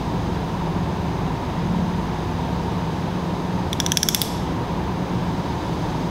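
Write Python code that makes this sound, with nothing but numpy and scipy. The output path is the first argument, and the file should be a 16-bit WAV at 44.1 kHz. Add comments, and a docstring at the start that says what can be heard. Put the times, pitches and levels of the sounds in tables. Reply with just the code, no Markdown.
"""A large floor fan roars and hums throughout; then a torque wrench, swung back, gives nine bright clicks.
The fan sums harmonics of its shaft speed with filtered noise for churned air, draught and wire hiss.
Each click is modal synthesis: a steel pawl drops over a ratchet tooth, chatters and rings briefly,
and the garage walls answer by convolution with a decaying noise tail.
One microphone feeds both channels; its gain control ducks the fan at clicks and lets it return."""
import sys
import numpy as np
from scipy import signal
from scipy.fft import rfft, irfft, next_fast_len
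from scipy.io import wavfile
from scipy.ndimage import uniform_filter1d, map_coordinates

SR = 44100
rng = np.random.default_rng(int(sys.argv[2]) if len(sys.argv) > 2 else 0)


def level_to_linear(level):
    """Convert decibel levels to linear amplitude factors, elementwise."""
    exponent = np.asarray(level, float) / 20
    return 10 ** exponent


def store_pcm(level_fs):
    """Save levels as 16-bit WAV."""
    pcm = np.round(np.clip(level_fs, -1, 1) * 32767).astype(np.int16)
    wavfile.write(sys.argv[1], SR, np.atleast_2d(pcm).T)


N = 269010


def unit(x):
    """Normalisation: a signal scaled to rms 1."""
    return x / np.sqrt(np.mean(x ** 2) + 1e-20)


def along(points, hz):
    """Logarithmic frequency axis: (f/Hz, value) points are interpolated in log frequency."""
    f, v = np.transpose(points)
    return np.interp(np.log(hz + 1), np.log(f + 1), v)


def wobble(rate):
    """Slow random modulation: a smooth curve through random knots, rate of them a second."""
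    knots = rng.standard_normal(int(N * rate / SR) + 4)
    return map_coordinates(knots, [np.arange(N) * rate / SR])


def rush(spectrum, patchy_db):
    """Turbulence as filtered noise: random gain patches in time and frequency, then colour, at rms 1."""
    z = signal.stft(rng.standard_normal(N), nperseg=512)[2]
    field = uniform_filter1d(rng.standard_normal(z.shape), 6, 0)
    field = uniform_filter1d(field, 14, 1)
    patchy = signal.istft(z * level_to_linear(patchy_db * unit(field)), nperseg=512)[1][:N]
    size = next_fast_len(N + 8192)
    colour = level_to_linear(along(spectrum, np.fft.rfftfreq(size, 1 / SR)))
    return unit(irfft(rfft(patchy, size) * colour, size)[:N])


# orders of the fan's shaft speed: (multiple, level/dB rms, unsteadiness/dB)
SHAFT_ORDERS = [(2, -55, .8), (3, -40.5, 1.1), (4, -42.5, 3.5), (9, -33, 2.6), (10, -31.5, 2.45),
                (12, -40, 5.2), (14, -42.5, 6.8), (15, -44.5, 0.86), (20, -42.5, 0.66)]
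# air churned by the blades, notched by the room: (f/Hz, relative density level/dB per Hz)
CHURNED_AIR = [(20, -19), (44, -22), (54, -6.5), (63, -22), (72, -5.5), (81, -5.5), (92, -4.5), (140, -5),
               (200, -6.5), (230, -12.5), (300, -9), (380, -12.5), (510, -16), (700, -20.5), (910, -43),
               (1540, -120)]
# air through the grille: (f/Hz, relative density level/dB per Hz)
GRILLE_DRAUGHT = [(350, -22.5), (600, -13), (735, -1.5), (805, -4), (852, -1), (939, 2), (1090, -6.5),
                  (1420, -14), (1660, -13.5), (1910, -16.5), (3200, -21.5), (4160, -28.5), (7040, -120)]
# hiss off the grille wires: (f/Hz, relative density level/dB per Hz)
WIRE_HISS = [(2400, -27), (3000, -5), (3750, 0.5), (4350, -5), (4700, -2.5), (4880, -2.5), (5100, -4),
             (5700, -8.5), (6430, -5.5), (6800, -12.5), (7300, -14.5), (9000, -19), (12000, -24),
             (15780, -24), (15900, -70)]


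def fan():
    """Rotating source: harmonics of the shaft speed waver over broadband flow noise."""
    shaft_hz = 17.95
    turn = 2 * np.pi * np.cumsum(shaft_hz * (1 + 0.00065 * wobble(0.706))) / SR
    hum = np.zeros(N)
    for order, level_db, waver_db in SHAFT_ORDERS:
        waver = unit(level_to_linear(waver_db * wobble(4)))
        phase = 0.41 * wobble(2.97) + rng.uniform(0, 2 * np.pi)
        hum += np.sqrt(2) * waver * level_to_linear(level_db) * np.sin(order * turn + phase)
    rumble = level_to_linear(-26.5 + 0.22 * wobble(1.37)) * rush(CHURNED_AIR, patchy_db=-0.07)
    draught_db = -32 + 0.095 * wobble(1.67) + 0.3 * wobble(6.2)
    draught = level_to_linear(draught_db) * rush(GRILLE_DRAUGHT, patchy_db=0.11)
    wire_hiss = level_to_linear(-46.0 + 0.58 * wobble(1.38)) * rush(WIRE_HISS, patchy_db=0.33)
    return hum + rumble + draught + wire_hiss


# reverberation time of the garage: (f/Hz, t60/s)
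WALL_T60 = [(1500, 0.83), (4000, 0.9), (8000, 0.67), (11300, 0.51), (14000, 0.3)]
# how strongly the walls answer: (f/Hz, relative level/dB)
WALL_ANSWER = [(1500, 5.5), (4000, 1), (8000, 5), (9800, 0), (11400, 1.5), (14000, -3)]


def garage(x):
    """Reverberation: convolution with a noise tail whose every frequency dies at its own speed."""
    hz, t, z = signal.stft(rng.standard_normal(SR // 2), SR, nperseg=256)
    decay_db = along(WALL_ANSWER, hz)[:, None] - 60 * t / along(WALL_T60, hz)[:, None]
    tail = signal.istft(z * level_to_linear(decay_db), SR, nperseg=256)[1]
    delayed = np.pad(x, (250, 0))  # samples before the answer begins
    return signal.fftconvolve(delayed, tail / np.linalg.norm(tail))


# the pawl's contacts on one tooth: (delay t/s, relative level/dB)
CONTACTS = [(0, -9), (.0006, 5.5), (.0022, -8), (.0045, -7)]


def ring(modes, t):
    """Modal superposition: every contact strikes the damped modes; the sum is set to one fixed rms."""
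    hz, level_db, t60 = np.transpose(modes)[:, :, None]
    out = np.zeros(len(t))
    hz = hz * (1 + rng.normal(0, 0.015, hz.shape))  # held a little differently each time
    for delay, bounce_db in CONTACTS:
        u = np.maximum(t - delay, 0)
        seating = 1 - np.exp(-(u / 0.000334) ** 2)
        strength_db = rng.normal(0, 2.2, hz.shape)
        phase = rng.uniform(0, 2 * np.pi, hz.shape)
        envelope = level_to_linear(level_db + bounce_db + strength_db - 60 * u / t60)
        out += seating * np.sum(envelope * np.sin(2 * np.pi * hz * u + phase), axis=0)
    return level_to_linear(-19.0) * unit(out)


def scrape(t, level_db):
    """Friction noise: differenced, hence bright, noise of steel on steel fills gaps between the modes."""
    t60_s, rise_s = 0.016, 0.00042
    rise = 1 - np.exp(-(t / rise_s) ** 2)
    bright = np.diff(rng.standard_normal(len(t) + 1))
    return level_to_linear(level_db - 60 * t / t60_s) * rise * bright


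# pawl drops over the teeth: (t/s, blow level/dB, pawl ring f/Hz, pawl ring over blow level/dB)
TOOTH_DROPS = [(3.7294, -12, 5840, -8), (3.8007, -8.5, 5820, -0.5), (3.8623, -12, 5940, 2.5),
               (3.9185, -8, 6220, 1.5), (3.971, -4.5, 5560, 3), (4.03, -7, 5550, 6),
               (4.0864, -4.5, 5710, 2.5), (4.1462, -5.5, 6050, 1), (4.216, -8, 5160, -1.5)]
# modes of the wrench handle: (f/Hz, relative level/dB, t60/s)
HANDLE_MODES = [(1700, -8, 0.012), (2260, -4.5, 0.0067), (2830, -9.5, 0.0079), (3444, 4, 0.01),
                (3790, -6.5, 0.0093)]
# modes of the pawl: (multiple of its ring frequency, relative level/dB, t60/s)
PAWL_MODES = [(.8, -11.5, 0.006), (.9, -4.5, 0.01), (1.0, 3.5, 0.0071), (1.13, -6, .008),
              (1.35, -11, 0.0058)]
# modes of the wrench head: (multiple of its ring frequency, relative level/dB, t60/s)
HEAD_MODES = [(.78, -7, 0.0034), (.89, -9, 0.0085), (1.0, -0.5, 0.0086), (1.12, -5, 0.0067),
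              (1.25, -8.5, 0.007), (1.38, -11, 0.0066)]


def ratchet():
    """Impact excitation: at each tooth handle, pawl and head ring, steel scrapes, the walls answer."""
    out, t = np.zeros(N + SR), np.arange(SR // 20) / SR
    for start_s, blow_db, pawl_hz, pawl_db in TOOTH_DROPS:
        # as the clicks go on, the head's ring climbs and grows, and the walls answer more
        swung_s = start_s - TOOTH_DROPS[0][0]
        head_hz = min(9670 + 4700 * swung_s, 11420)
        head_db = -16 + 31.5 * swung_s + 0.94 * blow_db
        walls_db = -10 + 15 * swung_s
        tick_db = blow_db + 2 + 13 * swung_s

        pawl = np.multiply(PAWL_MODES, [pawl_hz, 1, 1])
        head = np.multiply(HEAD_MODES, [head_hz, 1, 1])
        struck = ring(HANDLE_MODES, t) + level_to_linear(pawl_db) * ring(pawl, t)
        steel = level_to_linear(blow_db) * struck + level_to_linear(head_db) * ring(head, t)
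        direct = steel + scrape(t, head_db - 2.5)

        # the walls hear a shorter click; from all sides its treble modes merge into one bright tick
        sent = steel * level_to_linear(-60 * t / 0.01)
        sent[:2] += level_to_linear(tick_db) * np.array([1, -1])
        tail = level_to_linear(walls_db) * garage(sent)

        first = round(start_s * SR)
        out[first:][:len(t)] += direct
        out[first:][:len(tail)] += tail
    return out[:N]


def scene():
    """Superposition: one sound field at a single microphone, fed to both channels."""
    return np.tile(fan() + ratchet(), (2, 1))


# hiss of the electronics: (f/Hz, relative density level/dB per Hz)
ELECTRONIC_HISS = [(4000, -50), (5000, -12), (6500, -7), (9000, -4), (13600, -4), (15700, -5), (15900, -50)]


def electronics():
    """Uncorrelated noise: each channel has its own hiss, the second patchier."""
    return level_to_linear(-59.5) * np.array([rush(ELECTRONIC_HISS, patchy_db=0.0), rush(ELECTRONIC_HISS, patchy_db=-1.0)])


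def gain_control_db(dry):
    """Compression: the gain reduction follows peaks over a ceiling and recovers steadily."""
    ceiling, recovery_db_per_s, attack_s = 0.58, 11, 0.0028
    sensed = uniform_filter1d(dry[0], size=4)  # the detector is deaf to the highest treble
    over_db = np.maximum(20 * np.log10(np.abs(sensed) / ceiling + 1e-9), 0)
    recovery_db = recovery_db_per_s * np.arange(N) / SR
    duck_db = np.maximum.accumulate(0.66 * over_db + recovery_db) - recovery_db
    keep = np.exp(-1 / (attack_s * SR))  # the duck takes a few milliseconds to set in
    return signal.lfilter([1 - keep], [1, -keep], duck_db)


def low_pass(x):
    """Removes everything above the highest recorded frequency."""
    return signal.sosfilt(signal.butter(12, 16850, fs=SR, output="sos"), x)


def record(dry):
    """Band limiting and saturation: hiss joins, treble is cut, gain ducks and peaks clip softly."""
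    band = signal.cheby2(14, 18, 15820, fs=SR, output="sos")
    x = signal.sosfilt(band, dry + electronics()) * level_to_linear(-gain_control_db(dry))
    x = x / (1 + np.abs(x) ** 8) ** (1 / 8)
    top = signal.cheby2(20, 40, 16850, fs=SR, output="sos")
    mix = signal.sosfiltfilt(top, x)
    return low_pass(mix)


dry = scene()
out = record(dry)
store_pcm(out)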